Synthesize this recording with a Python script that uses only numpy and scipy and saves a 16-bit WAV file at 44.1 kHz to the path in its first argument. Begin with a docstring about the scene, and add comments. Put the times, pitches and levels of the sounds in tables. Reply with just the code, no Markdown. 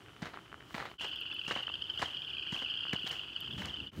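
"""A pond full of frogs, heard on a walk along a gravel trail through bare woods. Each vocal sac radiates a
train of short pulses near 3 kHz; the trains superpose into a chorus, a few near frogs stand out, and the trees
scatter the sound into reverberation. Each step is a series of impacts: a thud, crunching gravel, knocking
stones, leaves. Air, a drone and a gust lie beneath. Two brief dips mark where the scene changes: far from the
pond, close to it, far again."""
import sys
import numpy as np
from scipy import signal
from scipy.fft import rfft, irfft, next_fast_len
from scipy.io import wavfile
from scipy.ndimage import map_coordinates

SR = 44100
rng = np.random.default_rng(int(sys.argv[2]) if len(sys.argv) > 2 else 0)


def wrap_up_sound(samples):
    """Save the sound to the file named by the first command line argument, as 16-bit audio."""
    columns = np.atleast_2d(samples).T
    # keep every value between -1 and 1, then stretch to whole-number steps
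    tamed = np.clip(columns, -1, 1)
    steps = np.round(tamed * 32767).astype(np.int16)
    wavfile.write(sys.argv[1], SR, steps)


N = 176400
TIME_S = np.arange(N) / SR
POND_FROM_S, POND_UNTIL_S = 0.98, 3.912
BESIDE_POND = (TIME_S > POND_FROM_S) & (TIME_S < POND_UNTIL_S)


def amp(db):
    """Decibels to amplitude ratio."""
    return 10 ** (np.asarray(db) / 20)


def unit(x):
    """Normalisation to rms 1."""
    return x / np.sqrt(np.mean(x ** 2) + 1e-20)


def along(points, hz):
    """Interpolation of (frequency_hz, value) points on a log frequency axis."""
    knots_hz, values = np.transpose(points)
    return np.interp(np.log(hz + 1), np.log(knots_hz + 1), values)


def curve(rows):
    """Linear interpolation of (time_s, value) points at every sample."""
    return np.interp(TIME_S, *np.transpose(rows))


def wobble(knots_per_s):
    """Slow random modulation: a spline through Gaussian values."""
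    return map_coordinates(rng.standard_normal(1000), [TIME_S * knots_per_s], mode="mirror")


def add(track, start_s, sound):
    """Superposition of a sound on the track."""
    i = int(round(start_s * SR))
    a, b = max(i, 0), min(i + len(sound), N)
    if b > a:
        track[a:b] += sound[a - i:b - i]


def coloured(x, spectrum):
    """Minimum-phase filtering by a (frequency_hz, gain_db) shape, scaled to rms 1."""
    size = 2 * next_fast_len(N // 2 + SR // 10)
    cepstrum = irfft(np.log(amp(along(spectrum, np.fft.rfftfreq(size, 1 / SR)))))
    cepstrum[1:size // 2] *= 2  # folding the cepstrum makes the filter causal
    cepstrum[size // 2 + 1:] = 0
    return unit(irfft(rfft(x, size) * np.exp(rfft(cepstrum)))[:N])


def noise(spectrum):
    """Spectrally shaped Gaussian noise."""
    return coloured(rng.standard_normal(N), spectrum)


def grains(per_s, spread_db, spectrum):
    """Shot noise: tiny contacts of uneven size at random times."""
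    hits = rng.random(N) < per_s / SR
    sizes = amp(spread_db * np.clip(rng.standard_normal(N), -2, 2)) * rng.choice([-1, 1], N)
    return coloured(hits * sizes, spectrum)


# Ambient spectrum of open country: frequency_hz, gain_db
AIR_SPECTRUM = [(22, -48), (32, -26), (42, 4), (65, 3), (130, 0.5), (220, -6.5), (340, -3), (480, -11.5),
                (800, -12.5), (1300, -11.5), (2200, -18), (4000, -23), (7000, -29), (11000, -34.5),
                (15500, -39.5)]
def air():
    """Ambient noise: a low murmur with slight amplitude modulation."""
    return amp(-57 + 0.6 * wobble(6.1)) * noise(AIR_SPECTRUM)


# Spectra of the drone on the trail and at the pond: frequency_hz, gain_db
TRAIL_DRONE_SPECTRUM = [(150, -24), (290, -15), (325, 0.5), (355, -13.5), (390, -3.5), (450, -14.5),
                        (600, -26), (1500, -53)]
POND_DRONE_SPECTRUM = [(150, -25.5), (280, -15), (325, 0), (380, -7), (600, -32), (1500, -53)]
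def drone():
    """Narrow-band noise near 325 Hz: a distant hum, perhaps a road."""
    at_pond = amp(-68) * noise(POND_DRONE_SPECTRUM)
    on_trail = amp(-65.5) * noise(TRAIL_DRONE_SPECTRUM)
    return np.where(BESIDE_POND, at_pond, on_trail)


# Strength of the gust: time_s, level_db
GUST_LEVELS = [(3.35, -86), (3.48, -50.5), (3.55, -47), (3.6, -38), (3.66, -47.5), (3.75, -57), (3.84, -49),
               (3.93, -52.5), (3.99, -41.5)]
# Spectrum of its rumble: frequency_hz, gain_db
GUST_SPECTRUM = [(22, -38), (36, -17), (60, 4), (100, -5), (180, -2.5), (300, -9.5), (500, -20.5),
                 (1500, -52)]
def gust():
    """Turbulence: wind on the microphone makes low, uneven pressure fluctuations."""
    return amp(curve(GUST_LEVELS) + 2.4 * wobble(25)) * noise(GUST_SPECTRUM)


# Reverberation time of the woods: frequency_hz, t60_s
WOODS_DECAY = [(200, 0.45), (3000, 0.37), (10000, 0.23)]
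def woods(x):
    """Diffuse reverberation: trees scatter sound into a noise tail whose treble decays first."""
    hz, t, bands = signal.stft(rng.standard_normal(SR // 2), SR, nperseg=256)
    decay = 1000 ** (-t / along(WOODS_DECAY, hz)[:, None])
    tail = signal.istft(bands * decay, SR, nperseg=256)[1]
    return signal.fftconvolve(x, tail / np.linalg.norm(tail))[:N]


# Spectrum of loose pebbles: frequency_hz, gain_db
PEBBLE_SPECTRUM = [(200, -20.5), (700, -7.5), (1300, 2), (2000, -5.5), (2800, -1.5), (6000, -39),
                   (15000, -62)]
def pebbles():
    """Sparse shot noise: loose pebbles keep shifting between the steps."""
    return amp(-63) * grains(per_s=110, spread_db=5, spectrum=PEBBLE_SPECTRUM)


# Strides through dry leaves and grass: peak_s, level_db
LEAF_SWEEPS = [(.24, -63.5), (.76, -57), (1.028, -59), (1.51, -57), (2.02, -57), (2.56, -59), (3.09, -54),
               (3.62, -57.5), (3.99, -59)]
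# Spectrum of their crackle: frequency_hz, gain_db
LEAF_SPECTRUM = [(300, -17), (1200, -1), (4000, -2), (7000, -10), (10000, -16), (15500, -14)]
def rustles(rise_s=0.057, fall_s=0.077):
    """Modulated shot noise: leaves crackle as the foot sweeps in and settles."""
    sweep = sum(amp(db) * np.exp(-np.maximum((peak_s - TIME_S) / rise_s, (TIME_S - peak_s) / fall_s))
                for peak_s, db in LEAF_SWEEPS)
    return sweep * grains(per_s=560, spread_db=1.5, spectrum=LEAF_SPECTRUM)


# Thin, high ticks: start_s, peak_db, centre_hz
HIGH_TICKS = [(.853, -53, 12300), (1.017, -51, 13000), (1.088, -52, 13000), (1.159, -47.5, 13000),
              (1.208, -44.5, 12400), (1.342, -46, 13000), (1.627, -49, 13500), (2.936, -43, 12800),
              (3.093, -45, 13200), (3.406, -39, 12250), (3.657, -29.5, 6640)]
def ticks(decay_s=0.00063):
    """Transients: bursts of band-limited noise with exponential decay."""
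    out, t = np.zeros(N), np.arange(SR // 10) / SR
    for start_s, db, hz in HIGH_TICKS:
        band_pass = np.hanning(12) * np.cos(2 * np.pi * hz * t[:12])
        tick = np.exp(-t / decay_s) * signal.convolve(rng.standard_normal(len(t)), band_pass, "same")
        add(out, start_s, amp(db) * tick / np.abs(tick).max())
    return out


# Single stones knocking: start_s, peak_db, pitch_hz
STONE_IMPACTS = [(.063, -46, 1730), (0.104, -52, 1430), (.229, -32, 1590), (.2563, -35, 1500),
                 (.342, -33.5, 1380), (0.373, -30.5, 1280), (.391, -39, 1290), (.528, -32, 1400),
                 (.543, -31.5, 1400), (.607, -38.5, 1740), (.626, -42, 1600), (.708, -38.5, 1270),
                 (.750, -31, 1760), (0.802, -26, 1460), (0.826, -29.5, 1200), (0.856, -30, 1110),
                 (1.5102, -23, 1300), (1.563, -25, 825), (1.681, -29.5, 1390), (1.699, -32.5, 1090),
                 (2.017, -28, 1690), (2.0222, -29, 1200), (2.0237, -33.5, 600), (2.027, -21.5, 1410),
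                 (2.028, -19.5, 1060), (2.468, -38.5, 1620), (2.621, -35.5, 650), (2.853, -32, 1290),
                 (2.868, -36, 1410), (2.9304, -24.5, 2260), (2.956, -34.5, 800), (3.076, -25.5, 3800),
                 (3.621, -28.5, 1730)]
def stones(attack_s=0.00015, decay_cycles=0.82):
    """Damped oscillation: a struck stone sounds for only a few cycles."""
    out, t = np.zeros(N), np.arange(SR // 10) / SR
    for start_s, db, hz in STONE_IMPACTS:
        envelope = (1 - np.exp(-t / attack_s)) * np.exp(-t * hz / decay_cycles)
        knock = envelope * np.sin(2 * np.pi * hz * t)
        add(out, start_s, amp(db) * knock / np.abs(knock).max())
    return out


# Footfalls on the ground: start_s, level_db, initial_pitch_hz
FOOTFALLS = [(0.222, -30, 211), (.743, -34, 222), (1.478, -37, 199), (1.56, -38.5, 300),
             (1.994, -41.5, 200), (2.524, -32, 197), (2.618, -40, 280), (2.932, -26.5, 216),
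             (3.04, -39, 223)]
def thuds(rise_s=0.0031, sag_per_s=20.6, overtone_ratio=2.005):
    """Impact excitation: the foot's weight drives two damped partials that fall in pitch."""
    out, t = np.zeros(N), np.arange(SR // 10) / SR
    envelope = (t / rise_s) ** 2 * np.exp(2 - 2 * t / rise_s)
    for start_s, db, hz in FOOTFALLS:
        phase = 2 * np.pi * hz * (1 - np.exp(-sag_per_s * t)) / sag_per_s
        ground = np.sin(phase) + amp(-9.5) * np.sin(overtone_ratio * phase)
        add(out, start_s, amp(db) * envelope * ground)
    return out


# The sole pressing and rolling on gravel: start_s, gravel_db, grit_db, t60_s
SOLE_PUSHES = [(0.218, -40.5, -56, 0.19), (0.254, -43, -61, 0.19), (.333, -48, -73, 0.22),
               (.741, -37, -57, 0.18), (.772, -41.5, -59.5, 0.34), (.793, -43.5, -74, 0.3),
               (0.851, -41.5, -62, 0.13), (0.911, -47.5, -80, 0.035), (1.007, -45, -51.5, 0.29),
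               (1.042, -40, -56, 0.08), (1.475, -43.5, -50, 0.37), (1.507, -32.5, -52, 0.1),
               (1.554, -40, -58, 0.3), (1.99, -44.5, -51, 0.18), (2.016, -33.5, -46, 0.13),
               (2.05, -49, -57.5, 0.31), (2.52, -46.5, -52, 0.35), (2.553, -48, -58, .2),
               (2.616, -43.5, -58.5, 0.09), (2.929, -37, -46, 0.081), (3.061, -43, -53, 0.17),
               (3.107, -43.5, -52, 0.29), (3.577, -46, -54, 0.26), (3.615, -46, -56, 0.17),
               (3.65, -47.5, -59, 0.4)]
# Spectra of coarse gravel and fine grit: frequency_hz, gain_db
GRAVEL_SPECTRUM = [(80, -3.5), (300, -4), (700, -0.5), (1400, -2.5), (2000, -2.5), (2700, -9.5),
                   (4200, -12), (6000, -31), (15000, -52)]
GRIT_SPECTRUM = [(1500, -34), (4000, 4.5), (6500, 0), (8500, -8), (11000, -16.5), (15500, -28.5)]
def crunches(attack_s=0.0042):
    """Incoherent addition: each push shifts gravel and grit, whose collisions sum in power."""
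    gravel_power, grit_power, t = np.zeros(N), np.zeros(N), np.arange(SR // 2) / SR
    for start_s, gravel_db, grit_db, t60_s in SOLE_PUSHES:
        push = np.minimum(t / attack_s, 1) * 1000 ** (-np.maximum(t - attack_s, 0) / t60_s)
        add(gravel_power, start_s, (amp(gravel_db) * push) ** 2)
        add(grit_power, start_s, (amp(grit_db) * push) ** 2)
    gravel = grains(per_s=1800, spread_db=4, spectrum=GRAVEL_SPECTRUM)
    grit = grains(per_s=2000, spread_db=4.5, spectrum=GRIT_SPECTRUM)
    return np.sqrt(gravel_power) * gravel + np.sqrt(grit_power) * grit


# Weak partials of a frog's pulse: pitch_ratio, gain_db
CROAK_PARTIALS = [(0.502, -21), (1.548, -22.5), (2.15, -40)]
def croak(hz, rise_s=0.0012, fall_s=0.0014, sag_hz_per_s=28000, rasp_rad=0.82, rasp_hz=808):
    """A vocal sac radiates one downward chirp; phase modulation makes its weak partials rasp."""
    t = np.arange(-SR // 100, SR // 100) / SR  # the pulse peaks at t = 0
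    swell = signal.windows.tukey(len(t)) / np.cosh(t / np.where(t < 0, rise_s, fall_s))
    phase = 2 * np.pi * (hz * t - sag_hz_per_s * t * t / 2 + rng.random())
    flutter = rasp_rad * map_coordinates(rng.standard_normal(64), [(t - t[0]) * rasp_hz], mode="mirror")
    partials = sum(amp(db) * np.sin(ratio * (phase + flutter)) for ratio, db in CROAK_PARTIALS)
    return swell * (np.sin(phase) + partials)


def chorus(count, median_hz=2993, pitch_spread=0.061, pulses_per_s=17, call_s=0.903):
    """Superposition of pulse trains: each frog calls in bouts at its own pitch, rate and level."""
    out = np.zeros(N)
    for rank in (np.arange(count) + .5) / count:
        hz = median_hz * (rank / (1 - rank)) ** (pitch_spread / 2)  # log-logistic distribution
        pace, loudness = np.clip(rng.standard_normal(2), -1, 1)
        pulse_offset, bout_offset = rng.random(2)
        jitter, scatter = rng.standard_normal((2, 160))
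        rate_hz = pulses_per_s * np.exp(.25 * pace)
        times = (np.arange(len(jitter)) - pulse_offset + .05 * jitter) / rate_hz
        effort = np.maximum(np.sin(np.pi * (times / call_s + 2 * bout_offset)), 0) ** .5
        strength = effort * amp(1.5 * loudness + 2 * scatter)
        heard = (times > 0) & (times < (N - 1) / SR)
        train = np.bincount((times[heard] * SR).astype(int), strength[heard], N)
        out += signal.oaconvolve(train, croak(hz), "same")
    return unit(out + amp(-8) * woods(out))


# Pulses of the nearest frogs: peak_s, relative_level_db, pitch_hz
NEAR_CROAKS = [(1.075, -44, 2780), (1.097, -47, 2700), (1.1332, -34, 3030), (1.1613, -33.5, 3320),
               (1.215, -32, 2760), (1.2646, -33.5, 2840), (1.3158, -32, 2750.0), (1.3271, -32.5, 3374),
               (1.366, -34.5, 2720), (1.3954, -30, 3090), (1.4155, -30.5, 2730), (1.4493, -32.5, 3080),
               (1.4668, -31, 2800), (1.4806, -32, 2930), (1.503, -29, 2880), (1.5197, -27, 2900),
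               (1.5557, -28.5, 3030.0), (1.575, -30.5, 2820.0), (1.591, -29.5, 3020), (1.6068, -30, 3030),
               (1.6323, -29.5, 2890), (1.6709, -30, 3085), (1.6925, -34, 2790), (1.702, -47, 2680),
               (1.7192, -35, 3000), (1.7418, -26, 3153), (1.7558, -31, 2850), (1.8229, -26, 3076),
               (1.8419, -35, 3150), (1.901, -25, 3085), (1.906, -38.5, 3050), (1.9772, -26.5, 2960),
               (1.9874, -31.5, 3230), (2.06, -29, 3140), (2.135, -37, 3200), (2.148, -29, 2980),
               (2.1708, -30.5, 3230), (2.193, -35, 2950.0), (2.2208, -31, 3230), (2.2483, -36, 3360),
               (2.2783, -33.5, 2900.0), (2.3043, -34.5, 3300), (2.315, -40.5, 2540), (2.3346, -32.5, 2880),
               (2.3505, -35, 3170), (2.371, -34, 2570), (2.384, -32, 3170), (2.3969, -30, 3130),
               (2.426, -34.5, 2600), (2.4317, -34, 3240), (2.467, -32.5, 2840), (2.474, -33, 3120),
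               (2.484, -40, 2500), (2.5125, -33, 2940), (2.546, -28.5, 3170), (2.5647, -33, 2690),
               (2.5923, -33, 3300), (2.626, -34, 3100), (2.6492, -28.5, 3040), (2.663, -30.5, 2700),
               (2.7013, -31, 3060.0), (2.7112, -29, 3130), (2.7408, -31, 3140), (2.755, -36, 2850),
               (2.7748, -29, 3180), (2.8092, -28.5, 3160), (2.834, -29.5, 2840), (2.884, -29.5, 3040.0),
               (2.896, -29.5, 2860), (2.9275, -35, 2990), (2.9639, -25, 2950), (2.9949, -32.5, 3200),
               (3.0325, -28, 2900), (3.0512, -39, 2780), (3.0689, -32, 3260), (3.0986, -34, 3000),
               (3.11, -28, 3000), (3.1953, -30.5, 2860), (3.2124, -49, 3150), (3.3641, -25, 3020),
               (3.4123, -33, 3130), (3.4481, -33, 3150), (3.4635, -34, 3170), (3.4797, -33, 3040),
               (3.511, -35, 3350), (3.5365, -34.5, 3220), (3.683, -37, 2950), (3.6982, -36.5, 3240),
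               (3.743, -30.5, 3030), (3.8035, -30, 2820), (3.8718, -32, 2970)]
def near_frogs(gain_db=-0.26, echo_db=-9.5, longest_delay_s=0.006):
    """Early reflection: a quick echo off the ground doubles each pulse, then the woods answer."""
    out = np.zeros(N)
    for peak_s, db, hz in NEAR_CROAKS:
        pulse = amp(db + gain_db) * croak(hz)
        start_s = peak_s - len(pulse) / SR / 2
        add(out, start_s, pulse)
        add(out, start_s + longest_delay_s * rng.uniform(0.57, 1), amp(echo_db) * pulse)
    return out + amp(-12) * woods(out)


# Strength of the chorus beside the pond: time_s, level_db
CHORUS_LEVELS = [(1, -40.5), (1.2, -44), (1.4, -45), (1.65, -45.5), (1.92, -46), (2.15, -44), (2.45, -43.5),
                 (2.8, -42), (3.0, -43), (3.3, -43.5), (3.6, -45), (3.87, -46.5)]
# Tone colour of the chorus, beside the pond and far away: frequency_hz, gain_db
POND_COLOUR = [(1100, -3.5), (1600, 3.5), (2200, 7), (2600, 1.5), (3000, 0), (3450, 2.5), (4000, 2.5),
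               (4900, 1.5), (5500, -9), (7000, -4)]
FAR_COLOUR = [(1500, -3), (2600, -13), (2850, -3.5), (3150, -2.5), (3500, -1), (4500, -18)]
def frogs():
    """Spectral shaping of the chorus: loud beside the pond, a faint reverberant ring far from it."""
    pond = chorus(count=110)
    close = amp(curve(CHORUS_LEVELS)) * coloured(pond, POND_COLOUR) + near_frogs()
    far = amp(-64) * coloured(pond + woods(pond), FAR_COLOUR)
    return np.where(BESIDE_POND, close, far)


def scene():
    """Superposition of frogs, steps and background at one point."""
    steps = pebbles() + crunches() + thuds() + stones() + ticks() + rustles()
    return (frogs() + steps + amp(-21.5) * woods(steps) + air() + drone() + gust())[None]


def record(dry):
    """Fading and band limiting: the level dips briefly twice; deep bass and top treble are cut."""
    fade_out_s, fade_in_s, low_cut_hz, top_hz = 0.054, 0.025, 66, 15800
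    out = dry
    for dip_s in (POND_FROM_S, POND_UNTIL_S):
        fade = np.maximum((dip_s - TIME_S) / fade_out_s, (TIME_S - dip_s) / fade_in_s)
        out = out * np.clip(fade, .03, 1)
    out = signal.sosfilt(signal.butter(4, low_cut_hz, "high", fs=SR, output="sos"), out)
    size = next_fast_len(N + SR // 2)
    passband = np.fft.rfftfreq(size, 1 / SR) < top_hz
    return irfft(rfft(out, size) * passband, size)[..., :N]


dry = scene()
out = record(dry)
wrap_up_sound(out)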